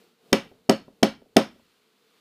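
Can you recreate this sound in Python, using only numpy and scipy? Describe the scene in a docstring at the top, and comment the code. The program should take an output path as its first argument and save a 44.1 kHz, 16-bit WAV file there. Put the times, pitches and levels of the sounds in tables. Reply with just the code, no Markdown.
"""In a small room, a hammer drives a small steel hollow punch through leather on a workbench: four even blows.
Each blow is three contacts (touch, full impact, rebound) exciting steel modes, with a gritty crack of noise.
Beneath it the bench top rings as a sum of decaying sines. Noise tails form the room's diffuse decay, the bench
shudder and the lingering tones. Faint soft knocks follow as the tools settle, over quiet hiss and low noise."""
import sys
import numpy as np
from scipy import signal
from scipy.fft import rfft, irfft
from scipy.io import wavfile

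SR = 44100
rng = np.random.default_rng(int(sys.argv[2]) if len(sys.argv) > 2 else 0)


def to_wav(s):
    """Save 16-bit WAV."""
    ch = np.atleast_2d(s).T  # columns
    pcm = np.round(np.clip(ch, -1, 1) * 32767)  # PCM
    wavfile.write(sys.argv[1], SR, pcm.astype(np.int16))


N = 97064
TIME = np.arange(N) / SR
FREQS = np.maximum(np.fft.rfftfreq(N, 1 / SR), 1)

# Noise spectra set only relative levels over frequency, since every noise is scaled to rms 1.
# Treble hiss spectrum. Each row: frequency in Hz, relative density in dB per Hz.
HISS_SPECTRUM = [(200, -29), (600, -11), (900, -2), (1300, 2.5), (1800, -2.5), (3000, 0), (4400, -1),
                 (5500, -8.5), (9000, -12.5), (15000, -14.5)]
# Drift of the hiss. Each row: time in seconds, level in dB.
HISS_DRIFT = [(0, -63.5), (.17, -72), (.3, -65.5), (.6, -71.5), (.95, -71.5), (1.3, -73.5), (1.5, -68),
              (1.72, -67.5), (1.92, -70), (2.2, -66)]
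# Low room noise spectrum. Each row: frequency in Hz, relative density in dB per Hz.
LOW_SPECTRUM = [(30, -33), (100, -17.5), (190, 1), (300, -3.5), (380, -1), (460, 4.5), (540, -7.5),
                (800, -10.5), (1500, -29)]
# Drift of the low noise. Each row: time in seconds, level in dB.
LOW_DRIFT = [(0, -59.5), (.17, -71.5), (0.282, -58.5), (.62, -67), (.98, -66), (1.299, -66.5), (1.698, -72),
             (1.919, -71.5), (2.2, -67.5)]

# Hammer blows. Each row: touch time in seconds, steel in dB, bench in dB, extra for upper bench modes in dB,
# thump in dB, touch to impact in seconds, touch to rebound in seconds, crack in dB.
HAMMER_BLOWS = [(.3284, 0.5, 0.5, -14.5, -24.5, .0017, 0.0036, -8.5),
                (0.6947, -2.5, 3, 1.9, -36, 0.0015, 0.0031, -7.5),
                (1.0299, -1.5, 2, 1.16, -30.5, .0013, .0034, -7),
                (1.3663, 2, 4, 2.8, -28.5, .0012, .0037, -8)]
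# Modes of hammer and punch. Each row: frequency in Hz, level in dB, t60 in seconds.
STEEL_MODES = [(1265.4, -26, 0.053), (1350, -27, 0.039), (1956, -19, 0.032), (2288, -24, 0.068),
               (2712, -19, .025), (3098, -16, .022), (3664, -18, 0.02), (4513, -21, 0.024),
               (5264, -9.5, 0.0085), (6540, -16.5, 0.016), (8160, -17, 0.0055), (9100, -21, 0.01),
               (10750, -24.5, .008), (12080, -26, 0.015), (14500, -31, .007)]
TOUCH_DB, REBOUND_DB = -8.5, -19.5  # relative to the full impact
# Gritty crack of the contact. Each row: frequency in Hz, relative density in dB per Hz.
CRACK_SPECTRUM = [(500, -11), (1200, 3.5), (2800, 4), (5000, -3), (7500, -10.5), (11000, -13),
                  (15000, -22.5)]
CRACK_RISE_S, CRACK_T60_S = 0.00078, 0.017

# Modes of the bench top. Each row: frequency in Hz, level in dB, t60 in seconds.
BENCH_MODES = [(129.4, -32.5, .2), (181, -16, .076), (213.7, -14, .144), (266, 1, .034), (327.7, -14, .142),
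               (389.8, -5.5, .075), (471, -21, 0.12), (546.1, -11, .096), (644.8, -12, .071),
               (696.5, -14.5, .069), (740, -16, 0.067), (824.5, -11.5, 0.035)]
UPPER_BENCH_HZ, BENCH_RISE_S = 600, 0.0066
BENCH_LEAD_S = 0.0042  # bench and thump begin this long before the touch
THUMP_HZ, THUMP_T60_S = 45, 0.044
# Shudder of the bench after a blow. Each row: frequency in Hz, relative density in dB per Hz.
SHUDDER_SPECTRUM = [(60, -34.5), (170, -7.5), (300, 0.5), (520, 1.5), (720, -2.5), (950, -8.5), (1400, -16),
                    (3000, -39.5)]
SHUDDER_DB = -9.5  # relative to the bench level of the blow
SHUDDER_RISE_S, SHUDDER_T60_S = 0.0076, 0.07

# Clack returning from all round. Each row: frequency in Hz, relative density in dB per Hz.
WASH_SPECTRUM = [(40, -26), (100, -12.5), (300, 5), (950, 7), (1500, 3.5), (2200, 0.5), (3200, -1),
                 (5000, -5.5), (7000, -17), (10000, -18.5), (15000, -27.5)]
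WASH_DB, WASH_T60_S = -24, 0.22  # level relative to the steel of the blow
# Steel tone lingering after each blow, in order. Each row: centre in Hz, width in Hz, level in dB.
LINGER_TONES = [(2880, 620, -31.5), (4370, 190, -36.5), (4300, 900, -38.5), (5470, 370, -39)]
LINGER_T60_S = 0.25
# low after-rumble of the bench frame
RUMBLE_HZ, RUMBLE_WIDTH_HZ, RUMBLE_DB, RUMBLE_T60_S = 213, 220, -45, 0.64

# Soft knocks as the tools settle. Each row: time in seconds, level in dB.
SETTLING_KNOCKS = [(.399, -27.5), (0.454, -36.5), (.515, -36.5), (.553, -50.5), (.881, -33), (.922, -51.5),
                   (1.217, -37.5), (1.259, -47.5), (1.556, -42.5), (1.595, -45.5)]
# Dull tap of a knock. Each row: frequency in Hz, relative density in dB per Hz.
TAP_SPECTRUM = [(100, -13.5), (300, 1.5), (850, -1), (1300, -16), (2500, -37)]
TAP_DB, TAP_T60_S = -10.5, 0.027  # level relative to the knock
KNOCK_RISE_S, KNOCK_BENCH_DB = 0.001, -8.5  # bench part, relative to the knock

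# Share of the sound that the room returns. Each row: frequency in Hz, gain in dB.
ROOM_GAIN = [(50, -19.5), (130, -10.5), (250, -10), (450, -14.5), (700, -14.5), (1100, -10), (2000, -12),
             (3200, -12), (5000, -14.5), (7000, -15.5), (10000, -14.5), (15000, -15.5)]
# Ring time of the room. Each row: band centre in Hz, t60 in seconds.
ROOM_DECAY = [(100, 0.22), (250, 0.2), (700, .2), (2000, 0.26), (4500, 0.25), (8000, 0.17), (14000, 0.053)]
ROOM_RISE_S = 0.0076
CLIP_TOP, CUTOFF_HZ = 1.25, 15300


def from_db(db):
    """Level law: decibels to amplitude gain."""
    return 10 ** (np.asarray(db) / 20)


def at_hz(points, hz):
    """Logarithmic pitch: read a table on a log-frequency axis."""
    f, v = np.transpose(points)
    return np.interp(np.log(hz), np.log(f), v)


def since(s):
    """Causality: seconds gone by since s, zero before."""
    return np.maximum(TIME - s, 0)


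def dying(t, t60):
    """Exponential damping: a loss of 60 dB in t60."""
    return np.exp(-np.log(1000) * t / t60)


def rising(t, rise):
    """Exponential build-up: a rounded attack with time constant rise."""
    return 1 - np.exp(-t / max(rise, 1e-5))


def noise(gain):
    """Spectral shaping: white noise weighted by a gain per frequency, scaled to rms 1."""
    x = irfft(rfft(rng.standard_normal(N)) * gain, N)
    return x / x.std()


def shaped_noise(spectrum):
    """Spectral density: noise that follows a table in dB per Hz."""
    return noise(from_db(at_hz(spectrum, FREQS)))


def burst(s, spectrum, rise, t60):
    """Modal overlap: crowded resonances swell and die together as noise."""
    t = since(s)
    return shaped_noise(spectrum) * rising(t, rise) * dying(t, t60)


def mode_sum(t, modes):
    """Modal superposition: damped sines, every other one inverted."""
    total = 0
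    for k, (hz, db, t60) in enumerate(modes):
        total = total + (-1) ** k * from_db(db) * dying(t, t60) * np.sin(2 * np.pi * hz * t)
    return total


def background(spectrum, level):
    """Stationary noise under slow modulation: a quiet bed whose level drifts."""
    return shaped_noise(spectrum) * from_db(np.interp(TIME, *np.transpose(level)))


def bench(s, upper_db, rise):
    """Driven modal response: the bench top, pushed through the leather, swells and rings in its modes."""
    t = since(s)
    modes = [(hz, db + upper_db * (hz > UPPER_BENCH_HZ), t60) for hz, db, t60 in BENCH_MODES]
    return rising(t, rise) * mode_sum(t, modes)


def thump(s):
    """Damped oscillation: the whole bench dips under the blow."""
    t = since(s)
    return np.sin(2 * np.pi * THUMP_HZ * t) * dying(t, THUMP_T60_S)


def steel(s, impact_s, rebound_s):
    """Impulse excitation: touch, impact and rebound each set the steel modes ringing briefly."""
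    body = mode_sum(TIME[:SR // 5], STEEL_MODES)
    contacts = np.zeros(N)
    for lag, db in ((0, TOUCH_DB), (impact_s, 0), (rebound_s, REBOUND_DB)):
        contacts[int(s * SR) + int(lag * SR)] += from_db(db)
    return signal.fftconvolve(contacts, body)[:N]


def crack(s):
    """Frictional noise: the steel faces grate on each other for some milliseconds."""
    return burst(s, CRACK_SPECTRUM, CRACK_RISE_S, CRACK_T60_S)


def shudder(s):
    """Dense modal decay: the bench shudders just after the blow."""
    return burst(s, SHUDDER_SPECTRUM, SHUDDER_RISE_S, SHUDDER_T60_S)


def wash(s):
    """Diffuse reflection: the clack comes back from all round as an even wash."""
    return burst(s, WASH_SPECTRUM, ROOM_RISE_S, WASH_T60_S)


def after_ring(s, hz, width_hz, t60):
    """Resonant selection: a cluster of close resonances around one pitch lingers after a blow."""
    t = since(s)
    resonance = 1 / (1 + (2 * (FREQS - hz) / width_hz) ** 2)
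    return noise(resonance) * rising(t, ROOM_RISE_S) * dying(t, t60)


def room(dry):
    """Reverberation: convolution with a diffuse tail in which each band dies at its own rate."""
    centres = np.log([hz for hz, _ in ROOM_DECAY])
    diffuse = rfft(rng.standard_normal(N)) * from_db(at_hz(ROOM_GAIN, FREQS))
    response = 0
    for row, (_, t60) in zip(np.eye(len(centres)), ROOM_DECAY):
        # overlapping triangular bands on the log-frequency axis
        band = irfft(diffuse * np.interp(np.log(FREQS), centres, row), N)
        fade = rising(TIME, ROOM_RISE_S) * dying(TIME, t60)
        response = response + band * fade / np.linalg.norm(fade)
    return signal.fftconvolve(dry, response)[:N]


def knock(s):
    """Light impact: a dull tap of noise that stirs the bench modes."""
    tap = burst(s, TAP_SPECTRUM, CRACK_RISE_S, TAP_T60_S)
    return from_db(TAP_DB) * tap + from_db(KNOCK_BENCH_DB) * bench(s, 0, KNOCK_RISE_S)


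def scene():
    """Linear superposition: blows and knocks in the room, with their tails and the background."""
    quiet = background(HISS_SPECTRUM, HISS_DRIFT) + background(LOW_SPECTRUM, LOW_DRIFT)
    dry, tails = np.zeros(N), np.zeros(N)
    for blow, (ring_hz, ring_width_hz, ring_db) in zip(HAMMER_BLOWS, LINGER_TONES):
        s, steel_db, bench_db, upper_db, thump_db, impact_s, rebound_s, crack_db = blow
        dry += from_db(bench_db) * bench(s - BENCH_LEAD_S, upper_db, BENCH_RISE_S)
        dry += from_db(thump_db) * thump(s - BENCH_LEAD_S)
        dry += from_db(steel_db) * steel(s, impact_s, rebound_s)
        dry += from_db(crack_db) * crack(s)
        tails += from_db(SHUDDER_DB + bench_db) * shudder(s)
        tails += from_db(WASH_DB + steel_db) * wash(s)
        tails += from_db(ring_db) * after_ring(s, ring_hz, ring_width_hz, LINGER_T60_S)
        tails += from_db(RUMBLE_DB) * after_ring(s, RUMBLE_HZ, RUMBLE_WIDTH_HZ, RUMBLE_T60_S)
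    for s, db in SETTLING_KNOCKS:
        dry += from_db(db) * knock(s)
    return (dry + room(dry) + tails + quiet)[None]


def record(dry):
    """Saturation and band-limiting: the loudest peaks are rounded, the top is cut."""
    rounded = CLIP_TOP * np.tanh(dry / CLIP_TOP)
    # order 10, ripple 0.2 dB, stopband 80 dB down
    lowpass = signal.ellip(10, 0.2, 80, CUTOFF_HZ, fs=SR, output="sos")
    return signal.sosfilt(lowpass, rounded)


dry = scene()
out = record(dry)
to_wav(out)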